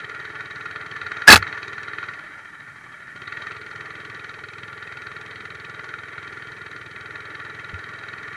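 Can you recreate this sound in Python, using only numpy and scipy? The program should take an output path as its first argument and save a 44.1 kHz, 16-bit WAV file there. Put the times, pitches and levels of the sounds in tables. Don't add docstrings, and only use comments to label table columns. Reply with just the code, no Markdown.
import sys
import numpy as np
from scipy import signal
from scipy.fft import rfft, irfft
from scipy.io import wavfile

SR = 44100
rng = np.random.default_rng(int(sys.argv[2]) if len(sys.argv) > 2 else 0)


def bounce(signal):
    frames = np.transpose(np.atleast_2d(signal))
    limited = np.clip(frames, -1, 1)
    pcm = np.round(limited * 32767).astype(np.int16)
    wavfile.write(sys.argv[1], SR, pcm)


N = 368676


def from_db(db):
    return 10 ** (np.asarray(db) / 20)


def rms_one(x):
    return x / np.sqrt(np.mean(x ** 2) + 1e-20)


def in_time(rows):
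    s, *columns = np.transpose(rows)
    return [np.interp(np.arange(N) / SR, s, column) for column in columns]


def resonate(x, hz, width_hz):
    r = np.exp(-np.pi * width_hz / SR)
    feedback = [1, -2 * r * np.cos(2 * np.pi * hz / SR), r * r]
    return signal.lfilter(np.array([1, 0, -1]) * (1 - r * r) / 2, feedback, x + 1e-18)


def ring(clicks, hz, width_hz):
    r = np.exp(-np.pi * width_hz / SR)
    w = 2 * np.pi * hz / SR
    return signal.lfilter([0, np.sin(w)], [1, -2 * r * np.cos(w), r * r], clicks + 1e-18)


def filtered(x, hz, kind, order=2):
    return signal.sosfilt(signal.butter(order, hz, kind, fs=SR, output="sos"), x)


def drift(hz):
    return rms_one(filtered(rng.standard_normal(N + SR), hz, "low")[SR:])


def clicks_at(times, gains):
    out = np.zeros(N)
    places = np.round(np.asarray(times) * SR).astype(int)
    np.add.at(out, np.clip(places, 0, N - 1), gains)
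    return out


def swell(clicks, rise_s, fall_s):
    t = np.arange(SR // 10) / SR
    shape = (1 - np.exp(-t / rise_s)) ** 2 * np.exp(-t / fall_s)
    return signal.oaconvolve(clicks, shape / shape.max())[:N]


def cycle_times(point):
    # time_s, engine cycles completed
    crank = [(-0.004, 0), (0.409, 8), (1.018, 20), (1.633, 32), (1.834, 36), (2.041, 40), (2.139, 42),
             (2.25, 44), (2.385, 46), (2.535, 48), (2.687, 50), (3.007, 54), (3.164, 56), (3.279, 58),
             (3.375, 60), (4.926, 92), (6.667, 128), (6.866, 132), (8.381, 163)]
    s, count = np.transpose(crank)
    return np.interp(np.arange(count[-1]) + point, count, s)


def throttled(open_db, shut_db, shut_lag_s, open_lag_s, ease_s):
    closes_s, reopens_s = 2.1, 3.15
    t = np.arange(N) / SR
    closing = np.tanh(2 * (t - closes_s - shut_lag_s) / ease_s)
    reopening = np.tanh(2 * (t - reopens_s - open_lag_s) / ease_s)
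    shut = (closing - reopening) / 2
    return open_db + (shut_db - open_db) * shut


def engine_body(rattle_db, knock_db):
    # pitch_hz, nominal width_hz, relative rattle_db, relative knock_db
    body = [(308.5, 52, -17, -32.5), (405, 61, -20.5, -14), (602.6, 163, -16, -22.5),
            (875.5, 200, -14, -26.5), (1159.6, 60, -9, -11.5), (1290, 210, -8, -38.5),
            (1411, 84, -2.5, -0.5), (1522, 73, -8, -12.5), (1761, 87, -2, -17), (1875, 74, -3.5, -34.5),
            (1981, 100, -10, -9.5), (2001, 250, -6, -3), (2262, 83, -13, -11.5), (2482, 226, -17, -6.5),
            (2780, 260, -27, -24.5), (3490, 210, -31, -22), (3157, 170, -18, -10), (3836, 170, -20, -8),
            (4335, 240, -27.5, -12), (4700, 280, -29.5, -36.5), (5880, 1100, -26.5, -19.5)]
    rattle_fade_db = 3.5
    fires = cycle_times(0) - .0048
    valves = cycle_times(0) - .012
    uneven = rng.normal(0, 1, (len(fires), len(body) + 2))
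    common_db = uneven[:, -2]
    since_valve = np.interp(np.arange(N) / SR, valves, np.arange(len(valves))) % 1
    seating = swell(clicks_at(valves, from_db(-13.5 + 1.4 * uneven[:, -1])), rise_s=.00063, fall_s=.008)
    rattle_level_db = rattle_db - 1.0 - rattle_fade_db * since_valve + 1.4 * drift(62.3)
    rattle = from_db(rattle_level_db) * (1 + seating)
    settle = .17 * swell(clicks_at(fires, from_db(common_db)), rise_s=.013, fall_s=.011)
    out = 0
    for k, (hz, width_hz, steady_db, burst_db) in enumerate(body):
        late_s = .0008 * rng.standard_normal(len(fires))
        firing = clicks_at(fires + late_s, from_db(2.6 * uneven[:, k] + common_db))
        burst = swell(firing, rise_s=.001, fall_s=.003) + settle
        steady, sudden = rng.standard_normal((2, N)) * np.sqrt(SR / width_hz) * from_db(-12.5)
        steady = from_db(steady_db + 1.5 * drift(4)) * rattle * steady
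        sudden = from_db(burst_db + knock_db + 18.0) * burst * sudden
        once = resonate(steady, hz, 1.2 * width_hz) + resonate(sudden, hz, 2.05 * width_hz)
        out = out + resonate(once, hz, 1.6 * width_hz)
    return out


def block_strikes(knock_db):
    # pitch_hz, width_hz, level_db
    block = [(1200, 100, -12), (1410, 55, -7), (1510, 90, -12), (1800, 80, -10), (1960, 90, -10),
             (2480, 120, -16), (3140, 110, -25), (3840, 100, -22), (4300, 130, -25)]
    # time_s, strength_db before the mode levels
    hard_firings = [(0.407, -21), (0.608, -26), (0.656, -21), (0.7585, -19), (1.0142, -17.5), (1.064, -21),
                    (1.1173, -16), (1.2194, -12), (1.4257, -13.5), (1.4679, -15), (1.5262, -16),
                    (1.5762, -21), (1.6291, -16.5), (1.681, -26), (1.78, -20.5), (1.8814, -22),
                    (1.933, -19), (1.984, -16), (2.0285, -16.5), (2.0862, -17.5), (3.2778, -23),
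                    (3.3228, -21), (3.3727, -28), (3.4695, -19), (3.5094, -22.5), (3.663, -32),
                    (3.711, -26), (3.7617, -38), (3.908, -30), (4.1495, -29), (4.246, -29), (4.586, -29),
                    (4.6321, -28), (4.9243, -26), (5.1147, -28), (5.453, -24), (5.7944, -21), (5.9388, -21),
                    (6.1799, -25.5), (6.4217, -26), (6.764, -36), (7.1573, -21), (7.8404, -36),
                    (8.1358, -22), (8.2795, -30.5)]
    strike_above_knock_db = 21
    fires = np.clip(cycle_times(0) - .004, 0, None)
    ordinary_db = knock_db[(fires * SR).astype(int)] + strike_above_knock_db
    s, strength_db = np.concatenate([hard_firings, np.transpose([fires, ordinary_db])]).T
    uneven_db = rng.normal(0, 2.5, (len(s), len(block)))
    signs = rng.choice([-1, 1], uneven_db.shape)
    out = 0
    for k, (hz, width_hz, level_db) in enumerate(block):
        gains = signs[:, k] * from_db(strength_db + level_db + uneven_db[:, k])
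        rung = ring(clicks_at(s, gains), hz, width_hz)
        out = out + resonate(rung, hz, 5 * width_hz)
    return out


def valve_gear():
    # pitch_hz, width_hz, level_db
    cover = [(1383, 60, -43), (1713, 80, -43.5), (2272, 57, -45), (3140, 120, -53.5), (3903, 130, -60)]
    times = np.concatenate([cycle_times(0) + .012, cycle_times(.58)])
    second_db = np.repeat([0, -7.0], len(times) // 2)
    out = 0
    for hz, width_hz, level_db in cover:
        for late_s in (0, .003, .007):
            touches = times + late_s + rng.normal(0, .001, len(times))
            touch_db = level_db + second_db + rng.normal(0, 3.0, len(times))
            rung = ring(clicks_at(touches, from_db(touch_db)), hz, width_hz)
            out = out + resonate(rung, hz, 3 * width_hz)
    return out


def pipe(modes, uneven_db):
    out = 0
    for hz, width_hz, level_db, point in modes:
        times = cycle_times(point)
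        times = times + rng.normal(0, .00015, len(times))
        puff_db = level_db + rng.normal(0, uneven_db, len(times))
        out = out + ring(clicks_at(times, from_db(puff_db)), hz, width_hz)
    return filtered(out, [76, 700], "band")


def exhaust():
    # pitch_hz, width_hz, relative level_db, point in the cycle where the puff leaves (0-1)
    exhaust_modes = [(108, 34, 14, .763), (164, 42, 7, .827), (390, 90, 10.5, .9)]
    # open_db, shut_db, closing lag_s, opening lag_s, easing_s
    exhaust_throttle = (-48.5, -59, .07, -.08, .15)
    return -from_db(throttled(*exhaust_throttle)) * pipe(exhaust_modes, uneven_db=1.5)


def intake():
    # pitch_hz, width_hz, relative level_db, point in the cycle of the puff (0-1)
    intake_modes = [(432, 20, 1, .48), (432, 20, 0, .575), (315, 50, 0, .15), (490, 45, -1, .62)]
    # open_db, shut_db, closing lag_s, opening lag_s, easing_s
    intake_throttle = (-48, -64, .1, .1, .25)
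    return from_db(throttled(*intake_throttle)) * pipe(intake_modes, uneven_db=1.5)


def wind():
    # open_db, shut_db, closing lag_s, opening lag_s, easing_s
    wind_throttle = (-55, -56, .1, .1, .3)
    air = rng.standard_normal(N)
    rumble = rms_one(filtered(air, 140, "low"))
    murmur = .7 * rms_one(resonate(air, hz=120, width_hz=50))
    return from_db(throttled(*wind_throttle) + 1.5 * drift(6)) * (rumble + murmur)


def hiss():
    # pitch_hz, relative level_db per Hz; above 12 kHz it falls away steeply
    hiss_spectrum = [(7500, 3), (11200, 0.5), (12200, -11.5), (12500, -11.5), (16200, -50.5), (22000, -120)]
    hz, level_db = np.transpose(hiss_spectrum)
    bins_hz = np.arange(N // 2 + 1) * SR / N
    gain = from_db(np.interp(np.log(bins_hz + 1), np.log(hz), level_db))
    return from_db(-64) * rms_one(irfft(rfft(rng.standard_normal(N)) * gain, N))


def mount():
    # time_s, level_db before softening
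    jolts = [(1.026, -34), (1.292, -6), (1.331, -5), (1.366, -17), (1.395, -19.5), (7.73, -18)]
    # pitch_hz, width_hz, relative level_db
    mount_modes = [(94, 24, 0), (175, 22, -12), (290, 50, -9)]
    s, level_db = np.transpose(jolts)
    push = filtered(clicks_at(s, from_db(level_db)), 150, "low")
    return sum(from_db(mode_db) * ring(push, hz, width_hz) for hz, width_hz, mode_db in mount_modes)


def scrape_level(contacts):
    rise_db_per_s, fall_db_per_s = 5003, 1202.5
    t = np.arange(N) / SR
    levels = []
    for s, hold_s, level_db in contacts:
        bite_db = rise_db_per_s * np.maximum(s - t, 0)
        release_db = fall_db_per_s * np.maximum(t - s - hold_s, 0)
        levels.append(level_db - bite_db - release_db)
    return np.max(levels, axis=0)


def case_knock():
    # time_s, strength_db, brightness_db, weight of low modes_db, weight of main mode_db
    blows = [(1.278, 7, -9.5, -23, 1.5), (1.284, -1, 10, 0, 1.5), (1.291, 2, -5, -1, 0),
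             (1.3, 5.5, 4.5, -2, -13.5), (1.304, -5, 23.5, -4.5, -8.5), (1.312, -4, -4, 2.5, 2.5),
             (1.319, -1.5, 4, -5.5, -5), (1.325, 2, 17, -4.5, -9), (1.328, 5.5, 9.5, -2, -7.5),
             (1.333, -4, -3, 6.5, -7), (1.338, -5.5, 2, -2.5, -6.5), (1.342, -5, 10.5, -11, -8),
             (1.351, -19, -0.5, -6.5, -3), (1.3583, -8, 17, -9, -7.5), (1.367, -18.5, 5, -15, -0.5),
             (1.375, -18.5, -9.5, -12.5, -1.5)]
    # start_s, hold_s, relative level_db
    scrape = [(1.275, .002, -14), (1.282, 0.016, -4), (1.308, .02, -4), (1.325, 0.015, -2),
              (1.358, 0.0082, -10.5)]
    # start_s, hold_s, grip_db (the tone swings twice as far)
    squeal = [(1.279, .015, 2), (1.3125, .004, 0)]
    # pitch_hz, nominal width_hz, level_db
    case_modes = [(256, 88, -21.5), (422, 170, -10.5), (624, 340, -10.5), (890, 83, -5), (1272, 170, -1),
                  (1480, 160, -0.5), (1676, 110, 1.5), (1860, 180, -10), (2100, 170, -5.5),
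                  (2594, 120, -6.5), (3360, 152, -12), (3984, 140, -9), (4440, 100, -11.5),
                  (4870, 260, -26.5), (5660, 900, -29.5), (7335, 1200, -33), (11300, 2970, -21.5)]
    low_modes_hz, main_mode_hz = 1500, 1670
    bright_hz, contact_hz = 1947, 5780
    s, strength_db, bright_db, low_db, main_db = np.transpose(blows)
    grit = from_db(scrape_level(scrape)) * rng.standard_normal(N) * from_db(4.4 * drift(250))
    squeal_hz = main_mode_hz * (1 + .03 * drift(90))
    out = from_db(2 * scrape_level(squeal)) * np.sin(2 * np.pi * np.cumsum(squeal_hz) / SR)
    for hz, width_hz, level_db in case_modes:
        if abs(hz - main_mode_hz) < 100:
            colour_db = main_db
        elif hz < low_modes_hz:
            colour_db = low_db
        else:
            colour_db = bright_db * np.tanh(np.log(hz / bright_hz) * 1.7)
        gains = from_db(strength_db + colour_db + rng.normal(0, 2.5, len(s)))
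        struck = ring(filtered(clicks_at(s, gains), contact_hz, "low"), hz, width_hz)
        scraped = resonate(grit, hz, 1.38 * width_hz) * np.sqrt(SR / width_hz) * .11
        out = out + from_db(level_db) * (struck + scraped)
    return filtered(out, 190, "high")


def scene():
    # time_s, drivetrain rattle_db, combustion knock_db (both relative)
    ride = [(0.0, -30, -49), (0.9, -30.5, -47), (1.2, -27, -45.5), (1.48, -27, -45), (1.78, -30, -45.5),
            (1.99, -28.5, -47.5), (2.14, -30.5, -49), (2.3, -33, -68.5), (2.65, -36.5, -67),
            (3.1, -35, -59), (3.2, -36, -48.5), (3.4, -28.5, -46), (3.6, -33, -48.5), (4.3, -33, -48),
            (4.49, -34.5, -48.5), (5.3, -33, -48.5), (6.6, -32.5, -50), (6.95, -34.5, -51.5),
            (7.3, -31.5, -50), (8.36, -31, -50.5)]
    rattle_db, knock_db = in_time(ride)
    engine = engine_body(rattle_db, knock_db) + block_strikes(knock_db) + valve_gear()
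    engine = engine + exhaust() + intake()
    return (engine + wind() + hiss() + mount() + case_knock())[None]


def record(dry):
    cutoff_hz = 15560
    thin = .17 * dry + .83 * filtered(dry, 81, "high", order=6)
    overloaded = np.clip(thin, -1, 1)
    return signal.sosfilt(signal.cheby2(12, 40, cutoff_hz, fs=SR, output="sos"), overloaded)


dry = scene()
out = record(dry)
bounce(out)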